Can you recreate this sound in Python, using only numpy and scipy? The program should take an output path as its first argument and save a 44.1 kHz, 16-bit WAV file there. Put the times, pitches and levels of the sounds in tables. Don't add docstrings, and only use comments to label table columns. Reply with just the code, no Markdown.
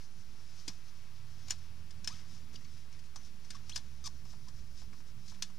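import sys
import numpy as np
from scipy import signal
from scipy.fft import rfft, irfft, next_fast_len
from scipy.io import wavfile
from scipy.ndimage import uniform_filter1d, map_coordinates

SR = 44100
rng = np.random.default_rng(int(sys.argv[2]) if len(sys.argv) > 2 else 0)


def transcribe(u):
    v = np.clip(np.atleast_2d(u).T, -1, 1)
    q = np.round(v * 32767).astype(np.int16)
    wavfile.write(sys.argv[1], SR, q)


def natural_amplitude(level_db):
    exponent = np.asarray(level_db, float) / 20
    return 10 ** exponent


N = 246078


def unit(x):
    return x / np.sqrt(np.mean(x ** 2) + 1e-20)


def along(points, hz):
    f, v = np.transpose(points)
    return np.interp(np.log(hz + 1), np.log(f + 1), v)


def curves(rows):
    s, *cols = np.transpose(rows)
    return [np.interp(np.arange(N) / SR, s, c) for c in cols]


def bell(t, middle, half):
    return np.exp(-((t - middle) / half) ** 2)


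def bumps(rows, base_db):
    t = np.arange(N) / SR
    return natural_amplitude(base_db) + sum(natural_amplitude(db) * bell(t, s, half) for s, db, half in rows)


def wobble(rate):
    return map_coordinates(rng.standard_normal(int(N * rate / SR) + 4), [np.arange(N) * rate / SR])


def filtered(x, response):
    m = next_fast_len(x.shape[-1] + 8192)
    return irfft(rfft(x, m) * response(np.fft.rfftfreq(m, 1 / SR)), m)[..., :x.shape[-1]]


def causal(spectrum):
    cep = irfft(np.log(natural_amplitude(along(spectrum, np.fft.rfftfreq(2048, 1 / SR))) + 1e-4))
    cep = cep * np.r_[1, np.full(1023, 2), 1, np.zeros(1023)]
    h = irfft(np.exp(rfft(cep)))[:1024]
    return h / np.linalg.norm(h)


def noise(spectrum, patchy_db):
    z = signal.stft(rng.standard_normal(N), nperseg=512)[2]
    field = uniform_filter1d(uniform_filter1d(rng.standard_normal(z.shape), 8, 0), 6, 1)
    x = signal.istft(z * natural_amplitude(patchy_db * unit(field)), nperseg=512)[1][:N]
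    return unit(filtered(x, lambda hz: natural_amplitude(along(spectrum, hz))))


def dying_tones(rows):
    out, t = np.zeros(N + SR), np.arange(SR // 5) / SR
    for s, db, hz, t60 in rows:
        out[round(s * SR):][:len(t)] += natural_amplitude(db - 60 * t / t60) * np.sin(2 * np.pi * hz * t)
    return out[:N]


# (frequency [Hz], level [dB])
HISS_COLOUR = [(120, -73), (200, -2), (308, -9.5), (475, -7.5), (579, -13), (1090, -11.5), (13500, -19.5),
               (14800, -19.5)]


def hiss():
    return natural_amplitude(-67) * np.array([noise(HISS_COLOUR, patchy_db=.5), noise(HISS_COLOUR, patchy_db=1.5)])


# (time [s], level [dB])
TRAFFIC_LEVEL = [(0, -71), (.15, -62.5), (.76, -62.5), (1.15, -65.5), (1.35, -62.5), (2.1, -58), (2.5, -59),
                 (2.9, -63.5), (3.4, -62.5), (4.5, -59), (4.8, -61.5), (4.95, -57.5), (5.1, -62.5),
                 (5.5, -60.5)]
# (frequency [Hz], level [dB])
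TRAFFIC_COLOUR = [(24, -24), (40, 0.5), (97, 1.5), (113, 0), (193, -4), (248, -9), (284, -16), (600, -28.5),
                  (780, -30), (1320, -120)]


def traffic():
    return natural_amplitude(curves(TRAFFIC_LEVEL)[0]) * noise(TRAFFIC_COLOUR, patchy_db=1.5)


# (frequency [Hz], level [dB])
MOTOR_TONES = [(124.8, -65), (191, -74), (146.7, -72)]


def motors():
    t = np.arange(N) / SR
    return sum(natural_amplitude(db + 3.5 * wobble(3.85)) * np.sin(2 * np.pi * hz * t + wobble(2.903))
               for hz, db in MOTOR_TONES)


BLADE_HZ, SPEED_MS, NEAREST_M, NEAREST_S = 76.25, 106.7, 293, 2.89
BLADE_FLOOR = [-68, -73.5, -87]
# (middle [s], level [dB], half length [s])
BLADE_SWELLS = [
    [(.55, -71, .3), (1.63, -55.5, 0.34), (2.75, -66.5, 0.46), (4, -58.5, 0.49), (4.75, -68, 0.35)],
    [(1.05, -81, .3), (2.15, -66.5, 0.49), (4.3, -63.5, 0.48), (5.4, -68.5, 0.41)],
    [(2.55, -63, 0.13), (3.6, -67.5, 0.64), (4.6, -69, 0.64), (5.45, -61.5, 0.24)],
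]


def aircraft():
    past_m = SPEED_MS * (np.arange(N) / SR - NEAREST_S)
    receding_ms = SPEED_MS * past_m / np.hypot(past_m, NEAREST_M)
    hz = BLADE_HZ / (1 + receding_ms / 343)
    turn = 2 * np.pi * np.cumsum(hz) / SR
    out = np.zeros(N)
    for k, db in enumerate(BLADE_FLOOR):
        level = bumps(BLADE_SWELLS[k], db) * natural_amplitude(0.5 + 1.05 * wobble(3.9))
        out += level * np.sin((k + 1) * turn + .5 * wobble(4.07))
    return out


# (middle [s], level [dB], half length [s])
GUST_SWELLS = [(0, -63, 0.051), (.6, -68, 0.48), (1.23, -66, 0.037), (1.34, -65, 0.038), (1.6, -66, 0.13),
               (2.16, -66, 0.077), (2.7, -70, 0.21), (3.1, -64, 0.21), (3.46, -64, 0.052),
               (3.63, -72, 0.081), (4.28, -60, 0.083), (4.53, -46.5, 0.07), (4.68, -54, 0.063),
               (4.85, -46.5, 0.069), (5.1, -65, 0.053), (5.3, -56.5, 0.11)]
# (frequency [Hz], level [dB])
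GUST_COLOUR = [(8.8, -13), (15, 2.5), (19, -4), (22, -8), (120, -15.5), (160, -54), (260, -120)]


def wind():
    shared = noise(GUST_COLOUR, patchy_db=2.5)
    own = np.array([noise(GUST_COLOUR, patchy_db=3), noise(GUST_COLOUR, patchy_db=2.5)])
    lumps = natural_amplitude(2.5 * wobble(12))
    return bumps(GUST_SWELLS, base_db=-70) * natural_amplitude([[-3], [2]]) * unit(lumps * (shared + 0.48 * own))


# (time [s], level [dB])
GRASS_LEVEL = [(0, -72), (.4, -68), (2.2, -67.5), (3, -69.5), (3.7, -67.5), (4.5, -72), (5.58, -70)]
# (frequency [Hz], level [dB])
GRASS_COLOUR = [(150, -34), (250, -2.5), (471, -6.5), (652, -5), (1090, -2.5), (1760, -3.5), (2570, -4.5),
                (3100, -6.5), (5460, -6.5), (7300, -18.5), (13500, -41), (15000, -34)]


def grass():
    return natural_amplitude(curves(GRASS_LEVEL)[0] + 0.5) * noise(GRASS_COLOUR, patchy_db=1.0)


# (time [s], level [dB])
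CREEP_LEVEL = [(0, -61.5), (.28, -67.5), (.59, -62), (.96, -67.5), (1.24, -70), (1.48, -62.5),
               (1.75, -71.5), (2, -69), (2.24, -64.5), (3.09, -72), (3.55, -65), (4.51, -67), (5.58, -68.5)]
# (frequency [Hz], level [dB])
CREEP_COLOUR = [(2500, -18), (3800, -11), (4600, -7.5), (5300, -2.5), (6300, -6), (7500, -17.5),
                (10000, -24)]


def creep():
    (level_db,) = curves(CREEP_LEVEL)
    return natural_amplitude(level_db - 3.5 + 2.5 * wobble(24.8)) * noise(CREEP_COLOUR, patchy_db=-1.0)


# (middle [s], level [dB], half length [s], dull part [dB])
BRUSHES = [(0.006, -70, 0.03, 0), (0.593, -68.5, 0.22, -23), (2.173, -60.5, 0.046, -3),
           (2.34, -62.5, 0.062, -18), (2.765, -66.5, 0.091, -13), (2.94, -67, 0.027, 1),
           (3.255, -61.5, 0.042, -19), (3.56, -64.5, 0.029, 1.5), (3.764, -49.5, 0.015, -33),
           (4.307, -64, 0.034, -17), (4.59, -69, 0.02, -4), (4.796, -60.5, 0.042, -13),
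           (5.088, -69, 0.03, -14), (5.29, -60.5, 0.036, -24), (5.351, -68, 0.026, -2)]
# (frequency [Hz], level [dB])
BRIGHT_COLOUR = [(1470, -40), (2500, -12), (4050, -3), (4480, -5), (5250, 4), (7980, -11.5), (9620, -16),
                 (14000, -28)]
# (frequency [Hz], level [dB])
DULL_COLOUR = [(600, -40), (1000, -7), (2000, -4), (4000, -6), (5500, -17), (8000, -39), (12000, -120)]


def brushing():
    t = np.arange(0, N / SR + .002, .002)
    swells = sum(natural_amplitude([[db], [db + dull_db]]) * bell(t, s, half) for s, db, half, dull_db in BRUSHES)
    bright, dull = curves(np.vstack([t, swells]).T)
    grit = np.exp(0.22 * wobble(400)) * natural_amplitude(1.5 * wobble(55))
    return grit * (bright * noise(BRIGHT_COLOUR, patchy_db=0.5) + dull * noise(DULL_COLOUR, patchy_db=3))


# (time [s], level [dB], frequency [Hz], negative starts inward, t60 [s])
THUMPS = [
    (.6802, -39.5, -300, .04),
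    (.6938, -43, -178, .07),
    (1.506, -56, 350, .06),
    (2.543, -54, 400, .04),
    (4.253, -58, 450, .03),
    (4.931, -57, 420, .025),
    (4.937, -56, 260, .04),
    (4.8395, -43, 70, .07),
    (4.8785, -44, -110, .04),
]


def thuds():
    return dying_tones(THUMPS)


# (time [s], level [dB], frequency [Hz], t60 [s])
FORK_PINGS = [(1.4845, -48, 7000, .02), (1.489, -58, 2300, .05), (1.507, -29, 7000, .025),
              (1.507, -26, 5500, .016), (1.512, -40, 5850, .05), (1.5205, -43, 5800, .03),
              (.6825, -36, 4877, .03), (.691, -47, 5800, .08), (.6815, -41, 6476, .02),
              (2.5533, -52, 4550, .02), (2.5605, -46, 5500, .012), (2.648, -56, 6300, .025),
              (2.651, -57, 4500, .06), (2.652, -59, 2250, .03), (3.1592, -50, 1200, .025),
              (3.161, -49, 4950, .03), (3.166, -53, 5950, .16), (3.166, -56, 5860, .07),
              (3.5075, -46, 4900, .025), (3.508, -51, 7000, .02), (3.509, -49, 6000, .04),
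              (3.5475, -52, 5430, .03), (3.766, -38, 5000, .04), (3.763, -51, 1100, .03),
              (3.786, -56, 3400, .05), (4.9295, -54, 2200, .015), (5.4238, -34, 5900, .03),
              (5.424, -42, 3693, .025), (5.43, -53, 3500, .12)]


def pings():
    return dying_tones(FORK_PINGS)


# (time [s], slip rate [Hz], level [dB])
LONG_SQUEAKS = [
    [(2.092, 855, -67), (2.103, 945, -57), (2.113, 1160, -55.5), (2.121, 1220, -55), (2.129, 1295, -52),
     (2.139, 1300, -61)],
    [(3.546, 1600, -62), (3.549, 1300, -58), (3.554, 1060, -58), (3.564, 1300, -63)],
    [(4.0405, 1225, -49), (4.049, 1250, -49), (4.0555, 1140, -50), (4.058, 1160, -43), (4.063, 1200, -41.5),
     (4.07, 1129, -43), (4.079, 830, -47)],
]
# (roughness [0-1], lowest tone [dB], second tone [dB])
SQUEAK_VOICES = [(.03, 2, 2), (.03, 11, -8), (.06, -5, -8)]
# (time [s], length [s], first rate [Hz], last rate [Hz], level [dB])
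COIL_CHIRPS = [
    (2.553, .011, 4400, 2750, -59),
    (2.553, .012, 4500, 4900, -59),
    (2.645, .017, 1200, 1110, -77),
    (3.7145, .016, 2450, 3470, -55.5),
    (3.729, .009, 3950, 4300, -60),
    (3.737, .01, 4200, 3900, -65),
    (3.741, .012, 3000, 3400, -68),
    (4.471, .011, 1000, 1000, -68),
]
CHIRP_VOICE = (.05, 19, 1)
CHIRP_SWELL_DB, CHIRP_PEAK, CHIRP_BEND = 10, .7, .9
EASY_HZ, ROUGH_PER_OCT, LOW_DB_PER_OCT = 1200, .2, 45


def slips():
    runs = [(rows, voice, 1) for rows, voice in zip(LONG_SQUEAKS, SQUEAK_VOICES)]
    for s, length, first, last, db in COIL_CHIRPS:
        start = (s, first, db - CHIRP_SWELL_DB)
        peak = (s + length * CHIRP_PEAK, first + (last - first) * CHIRP_BEND, db)
        end = (s + length, last, db - CHIRP_SWELL_DB)
        runs.append(([start, peak, end], CHIRP_VOICE, 0))
    for rows, (rough, low_db, second_db), sticks in runs:
        s, *cols = np.transpose(rows)
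        t = np.arange(s[0], s[-1], 1 / SR)
        hz, db = (np.interp(t, s, c) for c in cols)
        slow = sticks * np.clip(np.log2(EASY_HZ / hz), -.3, .2)
        roughness = np.abs(rough) + ROUGH_PER_OCT * np.maximum(slow, 0)
        yield s, t, hz, db, roughness, low_db + LOW_DB_PER_OCT * slow, second_db


# (frequency [Hz], level [dB])
SQUEAK_COLOUR = [(590, -36), (1000, -21), (1220, -10), (1470, 8), (2340, -7.5), (2820, -13), (3480, -5),
                 (4060, -1.5), (5660, 5.5), (7220, -8), (14000, -22)]


def squeaks():
    out = np.zeros(N)
    for s, t, hz, db, rough, low_db, second_db in slips():
        draw = rng.standard_normal((15, len(t)))
        jitter = unit(uniform_filter1d(draw[0], 30))
        turn = 2 * np.pi * np.cumsum(hz * (1 + 0.39 * (rough + 0.065) * jitter)) / SR
        k = np.arange(1, 13)[:, None]
        flicker = natural_amplitude(2 * unit(uniform_filter1d(draw[3:], 250)) + second_db * (k == 2))
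        bright_db = 1.6 * (db - db.max()) * np.clip(np.log2(k * hz / 6500), 0, 1)
        colour = natural_amplitude(along(SQUEAK_COLOUR, k * hz) + bright_db)
        tones = flicker * colour * np.cos(k * turn + np.pi / 2 + .5 * draw[3:, :1])
        grit = signal.fftconvolve(draw[1] * (1 + np.cos(turn)) ** 2, causal(RATTLE_COLOUR))[:len(t)]
        share = np.clip(rough, 0, 1)
        size = natural_amplitude(1.5 * unit(uniform_filter1d(draw[2], 40)))
        low_turn = 2 * np.pi * np.cumsum(hz * (1 + 0.008 * jitter)) / SR
        voice = np.sqrt(1 - share) * size * unit(tones.sum(0)) + np.sqrt(share) * unit(grit)
        voice = voice + natural_amplitude(low_db - 9.0) * np.cos(low_turn)
        edge = np.clip(np.minimum(t - s[0], s[-1] - t) / 0.00032, 0, 1)
        out[round(s[0] * SR):][:len(t)] += natural_amplitude(db) * edge * voice
    t = np.arange(SR // 8) / SR
    after = rng.standard_normal(len(t)) * natural_amplitude(-60 * t / 0.091)
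    return out + natural_amplitude(-9.5) * signal.fftconvolve(out, after / np.linalg.norm(after))[:N]


# (time [s], peak level [dB], low knock [dB], loudest ring [Hz], its level [dB])
PIVOT_SNAPS = [(.678, -37, -12, 5860, -14), (.6804, -28, -41, 5380, -15), (.6849, -37, -14, 4800, -16),
               (1.4828, -38.5, -12, 5230, -21), (1.4991, -35, -35, 4570, -8), (1.506, -23, -47, 5360, -14),
               (1.5071, -26, -27, 5200, -11), (1.9076, -43.5, -34, 5000, -8),
               (2.0442, -34.5, -24, 5800, -11), (2.0744, -23, -19, 5220, -6),
               (3.1592, -36.5, -6.5, 5720, -9), (3.5047, -32, -22, 5350, -19),
               (3.695, -33.5, -16, 5920, -6), (3.7598, -24.5, -23, 5060, -19), (3.776, -33, -11, 5960, -16),
               (4.0512, -46, -23, 4900, -17), (5.4231, -22.5, -23, 5770, -30)]
# (time [s], peak level [dB], low knock [dB])
PIVOT_TICKS = [(0.698, -45, -4), (1.473, -50, -16), (1.52, -43, -2), (1.5838, -49.5, -7), (2.531, -47, -13),
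               (2.5417, -44, -15), (2.5563, -47, -29), (2.6445, -48, -24), (2.9264, -47, -17),
               (2.9914, -47, -35), (3.039, -51, -25), (3.057, -52, -24), (3.448, -48.5, -22),
               (3.549, -51, -22), (4.2516, -50, -0.5), (4.331, -53.5, 3.5), (4.4836, -42.5, -10),
               (4.674, -56, -26), (4.817, -50, 2.5), (4.931, -49.5, 4), (5.0038, -50.5, -0.5),
               (5.2799, -43.5, -29), (5.319, -50, 2), (5.4994, -51, 0.5)]
# (frequency [Hz], level [dB], t60 [s])
STEEL_MODES = [(1040, -29, 0.076), (1760, -31, 0.027), (2163, -11, 0.068), (2530, -7, 0.16),
               (2780, -7, 0.087), (3550, -23, 0.082), (3960, -15, .05), (4340, -5, 0.069), (4980, -2, 0.06),
               (5250, 3.5, 0.064), (5570, -5.5, 0.036), (5770, 2.5, 0.059), (6540, 0, 0.042),
               (7010, 2.5, 0.031), (8160, -1, 0.034)]
# (frequency [Hz], level [dB])
RATTLE_COLOUR = [(350, -56), (600, -65), (1440, -15.5), (1730, -5), (1900, -20.5), (2090, -11.5),
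                 (4330, -4), (5780, -2), (7720, -12), (13200, -29), (16000, -45)]
TICK_RING_HZ, TICK_RING_DB, TICK_SPREAD = 5340, -13.5, 0.043
SNAP_RISE_S, TICK_RISE_S = .0003, .0013
RATTLE_T60, KNOCK_T60 = 0.055, 0.087


def clicks():
    rattle, ring, knock = np.zeros((3, N + SR))
    t = np.arange(SR // 9) / SR
    for s, db, knock_db, *peak in sorted(PIVOT_SNAPS + PIVOT_TICKS):
        at = slice(round(s * SR), round(s * SR) + len(t))
        draw = rng.standard_normal((3, len(t)))
        peak_hz, peak_db = peak or (TICK_RING_HZ * (1 + TICK_SPREAD * draw[1, -1]), TICK_RING_DB)
        spiky = draw[0] * np.exp(.3 * draw[1])
        spiky = spiky / np.sqrt(np.abs(uniform_filter1d(spiky ** 2, size=90)))
        after_rattle = natural_amplitude(-19.5 - 60 * t / 0.25)
        first_crack = 0.4 * natural_amplitude(-60 * t / 0.016)
        fade = natural_amplitude(-60 * t / RATTLE_T60) + after_rattle + first_crack
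        rise = 1 - np.exp(-t / (SNAP_RISE_S if peak else TICK_RISE_S))
        rattle[at] += natural_amplitude(db - 13.0) * fade * rise * spiky
        knock[at] += natural_amplitude(db + knock_db - 8.5) * natural_amplitude(-60 * t / KNOCK_T60) * draw[2]
        ring_fade = natural_amplitude(db + peak_db - 60 * t / 0.035) * (1 - np.exp(-t / 0.0011))
        ring[at] += ring_fade * np.sin(2 * np.pi * peak_hz * t)
        for k, (hz, level, decay) in enumerate(STEEL_MODES):
            pitch = hz * (1 + 0.005 * draw[2, k])
            mode_db = db - 22 + level + 3 * draw[1, k]
            ring[at] += natural_amplitude(mode_db - 60 * t / min(decay, .065)) * np.sin(2 * np.pi * pitch * t)

    def tube(f):
        return 4 * (1j * f * 900 / (1000 ** 2 - f * f + 1j * f * 900)) ** 2

    impacts = signal.fftconvolve(rattle, causal(RATTLE_COLOUR))[:N + SR]
    return (impacts + ring + filtered(knock, tube))[:N]


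# (frequency [Hz], level [dB])
LEFT_OVER_RIGHT = [(60, -4.5), (130, -4), (250, 2), (600, 7), (1500, 6), (5000, 6), (9000, 5.5),
                   (15000, -1)]
# (frequency [Hz], phase [rad])
LEFT_LEAD = [(60, 0.32), (340, 1), (900, 0.83), (3000, 0.057)]


def scene():
    far = traffic() + motors() + aircraft() + grass()
    fork = creep() + brushing() + thuds() + pings() + squeaks() + clicks()
    half = np.array([[.5], [-.5]])
    pair = filtered(far + fork, lambda hz: natural_amplitude(half * along(LEFT_OVER_RIGHT, hz))
                    * np.exp(1j * half * along(LEFT_LEAD, hz)))
    return pair + wind() + hiss()


# (time [s], edge [Hz])
TREBLE_EDGE = [(0, 13600), (.68, 14250), (3.52, 13500), (4.04, 15000), (5.33, 14200)]


def thin_treble(x, quiet_db):
    hz, t, z = signal.stft(x, SR, nperseg=512)
    level = uniform_filter1d(np.abs(z).mean(0), 9, 0)
    since, top_hz = np.transpose(TREBLE_EDGE)
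    edge = top_hz[np.searchsorted(since, t, "right") - 1] + 80 * rng.standard_normal(len(t))
    tiles = np.kron(rng.random((len(hz) // 3 + 1, len(t) // 4 + 1)), np.ones((3, 4)))
    tiles = tiles[:len(hz), :len(t)]
    holes = .4 * np.clip((hz[:, None] - 11500) / 3000, 0, 1) ** 2
    keep = ((hz[:, None] < edge) & (tiles > holes)) | (level > natural_amplitude(quiet_db))
    return signal.istft(z * keep, SR, nperseg=512)[1][:, :N]


def band_limit(x):
    return signal.sosfilt(signal.butter(12, 16130, fs=SR, output="sos"), x)


# (frequency [Hz], level [dB])
MICROPHONE_TOP = [(12000, 0), (14500, 0), (15200, -0.5), (16000, -3), (17000, -30)]
CONVERTER_OFFSET = [
    [.0058],
    [.01449],
]


def record(dry):
    heard = filtered(dry, lambda hz: natural_amplitude(along(MICROPHONE_TOP, hz)))
    heard = thin_treble(heard, quiet_db=-93)
    return band_limit(heard + CONVERTER_OFFSET)


dry = scene()
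out = record(dry)
transcribe(out)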